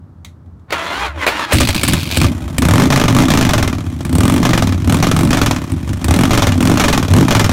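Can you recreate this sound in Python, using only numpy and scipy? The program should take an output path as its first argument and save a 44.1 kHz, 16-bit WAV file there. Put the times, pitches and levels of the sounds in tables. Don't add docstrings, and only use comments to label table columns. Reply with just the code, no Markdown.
import sys
import numpy as np
from scipy import signal
from scipy.fft import rfft, irfft, next_fast_len
from scipy.io import wavfile
from scipy.ndimage import uniform_filter1d, minimum_filter1d, map_coordinates

SR = 44100
rng = np.random.default_rng(int(sys.argv[2]) if len(sys.argv) > 2 else 0)


def store_wav(level_fs):
    pcm = np.round(np.clip(np.atleast_2d(level_fs), -1, 1) * 32767)
    wavfile.write(sys.argv[1], SR, pcm.T.astype(np.int16))


N = 331632

# start_s, speed_cycles_per_s (four-stroke cycles)
CATCH_SPEED = [(1.53, 6.4), (1.7, 6.1), (1.9, 10.4), (2.1, 10), (2.3, 15.5), (2.5, 11.5), (2.62, 13)]
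# opens_s, shuts_s, first_bark_s, top_speed_cycles_per_s, coast_time_constant_s
BLIPS = [(2.6204, 2.8814, 2.9231, 30.0, .4532), (3.1059, 3.2589, 3.3027, 31.48, .5214),
         (4.0645, 4.425, 4.4512, 27.03, .4523), (4.8197, 5.0066, 5.0258, 24.26, .6034),
         (5.1441, 5.305, 5.3297, 25.78, .4321), (6.0145, 6.2948, 6.3321, 25.01, .4495),
         (6.5538, 6.7784, 6.7968, 25.49, .4591), (7.1123, 7.2502, 7.3069, 25.75, .4688)]
# opening_time_s, boom_db, crack_db (both under throttle), overrun_bark_db
EFFORT = [(0.017, -6.5, -8, -6.5), (0.085, -4, -4, -7), (0.097, -7.5, -15, -6.5), (.1, -7.5, -10, -7),
          (0.027, -8, -15.5, -4.5), (0.097, -7.5, -10, -2.5), (0.073, -7, -11, -2), (0.021, -2, -6.5, -1.5)]
# start_s, crack_db, spit_db, boom_db
BANGS = [(1.5307, 1, -4, 1.5), (1.604, 2.5, -12, -2), (1.6875, -5, -24.5, -11), (1.7502, -14, -26.5, -11.5),
         (1.8332, -20, -12.5, -8), (1.8825, -23, -14.5, -2.5), (1.9337, -5.5, -18, -9),
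         (2.171, -15, -17, -2.5), (2.2144, -6, -24, 1.5), (2.2437, -3.5, -23, -8), (2.582, -23, -18.5, -6),
         (4.006, -23, -47, -12.5), (4.05, -23, -33.5, -13), (5.7185, -38, -35.5, -6.5),
         (5.8911, -21.5, -43, -7), (5.9315, -21, -37, -18), (6.0432, -18.5, -24.5, -25)]
# level_db, fade_below_cycles_per_s, loss_db_per_cycle_per_s
OVERRUN = [(2, 20.99, 5.5), (-2, 26.3, 2)]
# centre_hz, width_hz, level_db
PIPE_MODES = [(64, 14.4, -6), (89, 19.7, 2), (157.6, 34, -1.5), (255.8, 43, 0.5), (342, 53, -7.5)]
# order, level_db (at 17 cycles/s), rise_db_per_octave
EXHAUST_ORDERS = [(2, -16, 14), (3, -14, 4), (4, -19, 4), (5, -1, -1), (6, -11, -14), (7, -20, 14),
                  (8, -19, 17), (9, -20, 14), (10, -17, 11), (12, -19, 6), (14, -16, -3)]
# frequency_hz, density_db_per_hz
RASP_SPECTRUM = [(240, -26), (400, 7.5), (512, 0.5), (607, -1.5), (839, -0.5), (1250, -2.5), (1650, -8.5),
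                 (2840, -11), (3160, -18), (4880, -20), (5600, -18), (9610, -22), (14100, -23.5),
                 (16000, -43)]
# frequency_hz, density_db_per_hz
BELLOW_SPECTRUM = [(200, -20), (380, 3), (560, -6), (800, -2), (1200, -10.5), (2500, -34), (8000, -50)]
# frequency_hz, density_db_per_hz
BARK_SPECTRUM = [(100, 13), (300, 4), (600, 0.5), (1300, 3.5), (1700, -0.5), (3200, -1), (5000, -5),
                 (6000, -3), (9000, -12.5), (15000, -15.5)]
# frequency_hz, density_db_per_hz
SPIT_SPECTRUM = [(3000, 4), (6500, -8.5), (8000, 5), (9500, 1), (12000, -6), (16000, -8)]
# delay_s, level_db
REFLECTIONS = [(.0017, -20.5), (.0034, -17.5), (.0058, -16), (.0093, -17)]
# centre_hz, width_hz, level_db
METAL_MODES = [(570.7, 19, 6), (806, 26, -5), (978, 7.2, -34), (1319, 9.5, -1.5), (1456, 7.3, -4.5),
               (2006, 43, -3.5), (2064, 16, 2), (2524, 23, 5), (3120, 67, -2), (3860, 10, -13),
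               (5230, 180, -7), (7500, 620, -6)]
# frequency_hz, density_db_per_hz
CLATTER_SPECTRUM = [(200, -14), (420, 2.5), (700, -1), (1060, -1), (1500, -5.5), (2400, -9.5), (3100, -9.5),
                    (4750, -16.5), (9000, -17), (14500, -25), (16000, -33)]
# time_s, level_db
VALVE_LEVEL = [(2.4, -35), (3.3, -44.5), (5.9, -39.5), (6.8, -41)]
# time_s, level_db
STARTER_LEVEL = [(0.68, -47), (0.708, -20), (0.716, -21), (0.726, -8), (0.772, -14.5), (1.056, -10.5),
                 (1.134, -29), (1.236, -10), (1.256, -16.5), (1.27, -19), (1.326, -13), (1.44, -9.5),
                 (1.47, -18.5), (1.506, -14.5), (1.53, 1)]
# time_s, mesh_hz
GEAR_MESH = [(.72, 740), (.8, 654.5), (.87, 681.5), (.93, 697), (1.0, 812), (1.04, 824.6), (1.1, 700),
             (1.2, 532.5), (1.26, 480), (1.3, 855), (1.34, 925), (1.39, 954), (1.45, 850), (1.53, 805)]
# frequency_hz, density_db_per_hz
CASE_SPECTRUM = [(88, -39), (150, -9), (240, -11.5), (309, -0.5), (391, -10), (675, -8.5), (730, -14),
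                 (888, -2.5), (1390, -5), (4240, -16.5), (4950, -21.5), (9260, -28.5), (16000, -40)]
# time_s, pitch_hz, level_db
PISTON_PUMP = [(.9, 50, -65), (.99, 56.5, -30), (1.1, 69, -23.5), (1.2, 81, -26), (1.27, 59, -40),
               (1.35, 61, -33), (1.48, 77.4, -52)]
# start_s, peak_db, ring_t60_s
KNOCKS = [(0.706, -16.5, 0.03), (0.725, -9.5, 0.076), (1.266, -0.5, 0.036), (1.275, -6.5, 0.17),
          (1.522, 13, .05)]
# frequency_hz, density_db_per_hz
THUD_SPECTRUM = [(150, -28), (350, 6), (600, 7), (1000, -5), (2500, 4.5), (8000, -61)]
# start_s, level_db
CLICKS = [(.247, -32), (.46, -64), (.595, -64)]
# frequency_hz, density_db_per_hz
SWITCH_SPECTRUM = [(300, -30), (900, -12), (1600, -18), (2100, -4), (2700, -17), (3800, -5), (5000, -22),
                   (6200, -13), (9400, -21), (16000, -30)]
# time_s, ticks_per_s, level_db
CLUTCH_TICKS = [(1.54, 63, -20.5), (1.65, 52, -19), (1.78, 57, -21.5), (1.9, 79, -22), (2.0, 100, -28),
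                (2.1, 80, -26.5), (2.24, 59, -22), (2.3, 61, -37)]
# frequency_hz, density_db_per_hz
RATCHET_SPECTRUM = [(530, -9.5), (900, -11), (1030, -9), (1150, -9), (1190, -14), (1600, -8), (1750, -16.5),
                    (2420, 1), (2760, -5.5), (4520, -4), (5410, -13), (8760, -15.5), (16000, -22)]
# frequency_hz, density_db_per_hz
STREET_SPECTRUM = [(18, -56), (30, -31), (53, -30), (65, -7.5), (87, -3.5), (110, -11.5), (171, -13.5),
                   (304, -21.5), (437, -33), (1240, -38), (2560, -58), (3780, -59), (15000, -71)]

IDLE_RATE, RUN_UP_BEND = 10, 1.15
REAR_LAG, REAR_BARK_LEAD = 315 / 720, .6
THROTTLE_LEAD_S, THROTTLE_LAG_S, THROTTLE_EASE_S = 0.015, 0.039, .1
SHUT_CRACK_DB, SCATTER_DB = -18, 2
COAST_BOOM_DB, COAST_KNEE_RATE, COAST_LOSS_DB, IDLE_BOOM_DB = -10.5, 19.43, 1.75, -17
BANG_SWELL_S, BANG_T60_S = 0.0096, 0.35
RASP_DB, RASP_THROTTLE_DB = -7.5, 6
SPIT_DB, SPIT_FADE_DB, SPIT_SHUT_DB = -21, 0.6, -28
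SWIRL_DB, AFTERBURN_DB, AFTERBURN_BELOW_RATE = -27, -29.5, 18.2
DEEP_DB, DEEP_FAST_DB, UPPER_SHARE = 3.5, -11, 0.25
GROWL_DB, GROWL_LUMPS_DB, GROWL_THROTTLE_DB = -7, 3.5, 0.5
BELLOW_DB = -12.5
STARTER_DULL_DB, STARTER_BRIGHT_SHARE = -14, 0.57
TOP_HZ = 15900


def engine():
    speed, openings = revs(), throttles()
    throttle = openings.max(axis=0)
    boom_db = load(speed, openings)
    running = np.arange(N) / SR >= CATCH_SPEED[0][0]
    cycles = np.cumsum(speed * running) / SR
    fired, crack_db = firings(cycles, speed, throttle)
    spit_db = SPIT_DB - SPIT_FADE_DB * (at(speed, fired) - IDLE_RATE)
    spit_db = spit_db + SPIT_SHUT_DB * (1 - at(throttle, fired))
    bang_s, bang_db, bang_spit_db, _ = np.transpose(BANGS)

    puffs = np.r_[passes(cycles), passes(cycles - REAR_LAG)]
    slugs = np.r_[puffs[puffs < BLIPS[0][0]], fired, bang_s]
    low = boom(slugs, 2.5 * at(wobble(120), slugs), speed, boom_db)
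    gas = bursts(fired, amp(crack_db), attack=0.00013, t60=0.053, tail_db=-7.5, tail_t60=0.23)
    rasp = noise(RASP_SPECTRUM) * amp(RASP_DB + RASP_THROTTLE_DB * throttle) * gas
    ringing = metal(rasp + valve_gear(cycles), direct_db=-3, ring_db=-3)
    tone = growl(speed, boom_db, throttle)
    gusts = bellow(fired, boom_db, throttle)
    hard = barks(np.r_[fired, bang_s], np.r_[crack_db, bang_db], np.r_[spit_db, bang_spit_db])
    return (low + ringing) * running + tone + gusts + hard


def revs():
    t = np.arange(N) / SR
    speed, = curves(CATCH_SPEED)
    for opens, shuts, _, top, coast in BLIPS:
        left = np.clip((shuts - t) / (shuts - opens), 0, 1)
        rise = top - (top - at(speed, opens)) * left ** RUN_UP_BEND
        fall = IDLE_RATE + (top - IDLE_RATE) * np.exp(-np.maximum(t - shuts, 0) / coast)
        speed = np.where(t < opens, speed, np.where(t < shuts, rise, fall))
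    return speed


def throttles():
    t = np.arange(N) / SR
    curves_by_blip = []
    for (opens, shuts, *_), (travel, *_) in zip(BLIPS, EFFORT):
        opening = np.clip((t - opens + THROTTLE_LEAD_S) / travel, 0, 1)
        closing = np.clip((shuts + THROTTLE_LAG_S - t) / THROTTLE_EASE_S, 0, 1)
        curves_by_blip.append(opening * closing)
    return np.array(curves_by_blip)


def load(speed, openings):
    t = np.arange(N) / SR
    db = COAST_BOOM_DB - COAST_LOSS_DB * np.maximum(COAST_KNEE_RATE - speed, 0)
    db = np.maximum(db, IDLE_BOOM_DB)
    for opening, (_, boom_db, *_) in zip(openings, EFFORT):
        db = db + opening * (boom_db - db)
    bang_s, _, _, bang_db = np.transpose(BANGS)
    swell = (1 - np.exp(-t[:SR] / BANG_SWELL_S)) * amp(-60 * t[:SR] / BANG_T60_S)
    bang_power = signal.fftconvolve(kicks(bang_s, amp(bang_db) ** 2), swell ** 2)[:N]
    return 10 * np.log10(amp(db) ** 2 + np.abs(bang_power))


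def firings(cycles, speed, throttle):
    def strokes(start, end, offset):
        turns = np.arange(at(cycles, start) + offset, at(cycles, end), 1)
        return np.interp(turns, cycles, np.arange(N) / SR)

    times, levels = [], []
    ends = [blip[0] for blip in BLIPS[1:]] + [N / SR]
    for (opens, shuts, barks_from, *_), (*_, crack_db, bark_db), end in zip(BLIPS, EFFORT, ends):
        for offset in (0, REAR_LAG):
            driven = strokes(opens, shuts, offset)
            times.append(driven)
            levels.append(crack_db + SHUT_CRACK_DB * (1 - at(throttle, driven)))
        for offset, (db, knee, loss_db) in zip((0, -REAR_BARK_LEAD), OVERRUN):
            coasting = strokes(barks_from, end, offset)
            times.append(coasting)
            levels.append(bark_db + db - loss_db * np.maximum(knee - at(speed, coasting), 0))
    times = np.concatenate(times)
    return times, np.concatenate(levels) + SCATTER_DB * at(wobble(120), times)


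def boom(times, size_db, speed, boom_db):
    swirl = bursts(times, np.ones(len(times)), attack=0.0015, t60=0.066, tail_db=-9, tail_t60=0.14)
    swirl = swirl * rng.standard_normal(N)
    afterburn = np.clip((AFTERBURN_BELOW_RATE - speed) / 6, 0, 1) * rng.standard_normal(N)
    ring = pipe(kicks(times, amp(size_db)) + amp(SWIRL_DB) * swirl + amp(AFTERBURN_DB) * afterburn)

    deep = filtered(ring, lambda f: 1 / (1 + (f / 125) ** 6))
    upper = ring - deep
    fast = np.clip((speed - 17) / 10, 0, 1)
    ring = deep * amp(DEEP_DB + DEEP_FAST_DB * fast) + upper * amp(UPPER_SHARE * (boom_db - COAST_BOOM_DB))
    power = np.abs(uniform_filter1d(ring ** 2, size=3000)) + 1e-4 * np.mean(ring ** 2)
    return ring / np.sqrt(power) * amp(1.374 * boom_db)


def pipe(x):
    def response(f):
        mouth = shape([(22, -12), (48, 0)], f)
        return resonances(PIPE_MODES, f) / (1 + 1j * f / 420) ** 2 * mouth

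    return filtered(x, response)


def growl(speed, boom_db, throttle):
    cycle = 2 * np.pi * np.cumsum(speed * (1 + .012 * wobble(25))) / SR
    octaves = np.log2(speed / 17)
    tone = np.zeros(N)
    for order, db, rise in EXHAUST_ORDERS:
        gain = amp(db + rise * octaves + 2 * wobble(16))
        tone += gain * np.sin(order * cycle + rng.uniform(0, 2 * np.pi))
    tone = filtered(tone, lambda hz: shape([(65, -11.5), (85, -0.5)], hz))
    steady, = curves([(2.3, 0), (2.4, 1)])
    level_db = 0.86 * boom_db + GROWL_DB + GROWL_THROTTLE_DB * throttle + GROWL_LUMPS_DB * wobble(45)
    return amp(level_db) * steady * tone


def bellow(times, boom_db, throttle):
    gusts = bursts(times, np.ones(len(times)), attack=0.00079, t60=0.057, tail_db=-12, tail_t60=0.11)
    return echoed(noise(BELLOW_SPECTRUM) * gusts * throttle * amp(boom_db + BELLOW_DB))


def barks(times, level_db, spit_db):
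    blast_env = bursts(times, amp(level_db + 0.5), attack=0.0012, t60=0.025, tail_db=-12.5, tail_t60=0.12)
    blast = filtered(noise(BARK_SPECTRUM) * blast_env, lambda f: 1 / (1 + 1j * f / 5000))
    crack = noise(SPIT_SPECTRUM) * .5 + noise(RASP_SPECTRUM)
    crack = crack * bursts(times, amp(level_db + 1), attack=0.0011, t60=0.014, tail_db=-29, tail_t60=0.057)
    spit_env = bursts(times, amp(spit_db + 16.0), attack=0.00072, t60=0.02, tail_db=-24.5, tail_t60=0.15)
    spit = noise(SPIT_SPECTRUM) * spit_env
    return echoed(metal(blast, direct_db=4, ring_db=1.5) + crack + spit)


def echoed(x):
    def response(f):
        return 1 + sum(amp(db) * np.exp(-2j * np.pi * f * s) for s, db in REFLECTIONS)

    return filtered(x, response)


def valve_gear(cycles):
    taps = passes(4 * cycles + .2 * wobble(60))
    tap_db = 3 * at(wobble(200), taps)
    hits = bursts(taps, amp(tap_db), attack=0.00082, t60=0.035, tail_db=8.5, tail_t60=0.087)
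    return noise(CLATTER_SPECTRUM) * amp(curves(VALVE_LEVEL)[0]) * hits


def metal(x, direct_db, ring_db):
    ring = filtered(x, lambda f: 1j * resonances(METAL_MODES, f))
    return amp(direct_db) * x + amp(ring_db) * ring


def starter():
    level_db, = curves(STARTER_LEVEL)
    mesh_hz, = curves(GEAR_MESH)
    phase = 2 * np.pi * np.cumsum(mesh_hz * (1 + .007 * wobble(90))) / SR
    teeth = sum(np.sin(k * phase) * amp(3.5 * wobble(25)) for k in range(1, 7))
    shaft = phase / 9
    teeth = teeth * (1 + .6 * np.sin(shaft) + .5 * np.sin(2 * shaft) + .8 * np.sin(4 * shaft))
    whine = unit(filtered(teeth, lambda hz: shape(CASE_SPECTRUM, hz)))
    grind = unit(metal(noise(CASE_SPECTRUM), direct_db=4, ring_db=3.5)) * amp(2.2 * wobble(250))
    gears = .68 * whine + .73 * grind

    dull = filtered(gears, lambda hz: 1 / (1 + (hz / 2500) ** 4))
    treble_db = STARTER_BRIGHT_SHARE * np.minimum(level_db - STARTER_DULL_DB, 0)
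    gears = dull + (gears - dull) * amp(treble_db)
    pump_hz, pump_db = curves(PISTON_PUMP)
    pump = amp(pump_db) * np.sin(2 * np.pi * np.cumsum(pump_hz) / SR) * during(PISTON_PUMP)
    return gears * amp(level_db - 8.5) * during(STARTER_LEVEL) + pump


def knocks():
    t = np.arange(N) / SR
    blows = sum(amp(db - 12.5 - 60 * np.abs(t - s) / t60) * (t >= s) for s, db, t60 in KNOCKS)
    click_s, click_db = np.transpose(CLICKS)
    click_env = bursts(click_s, amp(click_db), attack=0.00052, t60=0.031, tail_db=-11.0, tail_t60=.17)
    clicks = noise(SWITCH_SPECTRUM) * click_env
    body = noise(CASE_SPECTRUM) + amp(-2.5) * noise(RATCHET_SPECTRUM) + amp(4) * noise(THUD_SPECTRUM)
    return metal(blows * body + clicks, direct_db=4.5, ring_db=-15)


def clutch():
    rate, db = curves(CLUTCH_TICKS)
    ticks = passes(np.cumsum(rate * (1 + 0.21 * wobble(60))) / SR)
    sizes = amp(9.5 + 2.6 * rng.standard_normal(len(ticks)))
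    hits = bursts(ticks, sizes, attack=0.00046, t60=.014, tail_db=-4, tail_t60=0.053)
    return noise(RATCHET_SPECTRUM) * hits * amp(db) * during(CLUTCH_TICKS)


def street():
    phase = 2 * np.pi * np.cumsum(85 + 3 * wobble(4.9)) / SR
    drone = amp(-39.5 + 2.6 * wobble(14.0)) * np.sin(phase)
    return amp(-38.5) * noise(STREET_SPECTRUM) + drone


def amp(db):
    return 10 ** (np.asarray(db) / 20)


def unit(x):
    return x / np.sqrt(np.mean(x ** 2) + 1e-20)


def curves(rows):
    s, *cols = np.transpose(rows)
    return [np.interp(np.arange(N) / SR, s, c) for c in cols]


def at(curve, times):
    return np.interp(times, np.arange(N) / SR, curve)


def during(rows):
    t = np.arange(N) / SR
    inside = (t > rows[0][0]) & (t < rows[-1][0])
    return uniform_filter1d(1. * inside, size=200)


def wobble(rate):
    knots = rng.standard_normal(int(N * rate / SR) + 4)
    return map_coordinates(knots, [np.arange(N) * rate / SR], order=2)


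def filtered(x, response):
    m = next_fast_len(N + SR // 2)
    return irfft(rfft(x, m) * response(np.fft.rfftfreq(m, 1 / SR)), m)[:N]


def shape(points, hz):
    f, db = np.transpose(points)
    return amp(np.interp(np.log(hz + 1), np.log(f + 1), db))


def noise(points):
    return unit(filtered(rng.standard_normal(N), lambda hz: shape(points, hz)))


def resonances(modes, f):
    total = 0
    for k, (centre, width, db) in enumerate(modes):
        damping = 1j * f * width
        total = total + (-1) ** k * amp(db) * damping / (centre * centre - f * f + damping)
    return total


def kicks(times, sizes):
    return np.bincount(np.clip(np.round(times * SR).astype(int), 0, N), sizes, N + 1)[:N]


def bursts(times, sizes, attack, t60, tail_db, tail_t60):
    t = np.arange(SR // 4) / SR
    decay = amp(-60 * t / t60) ** 2 + amp(tail_db - 60 * t / tail_t60) ** 2
    power = (1 - np.exp(-t / attack)) ** 2 * decay
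    return np.sqrt(np.abs(signal.fftconvolve(kicks(times, sizes ** 2), power)[:N]))


def passes(turns):
    return np.flatnonzero(np.diff(np.floor(turns)) > 0) / SR


def scene():
    return (engine() + starter() + knocks() + clutch() + street())[None]


def record(dry):
    ceiling, top, knee = 1.0, .76, 5
    needed = np.minimum(1, ceiling / (np.abs(dry[0]) + 1e-6))
    held = dry[0] * uniform_filter1d(minimum_filter1d(needed, size=130), size=130)
    soft = held / (1 + np.abs(held / top) ** knee) ** (1 / knee)
    return filtered(soft, lambda hz: 1 / (1 + (hz / TOP_HZ) ** 160))[None]


dry = scene()
out = record(dry)
store_wav(out)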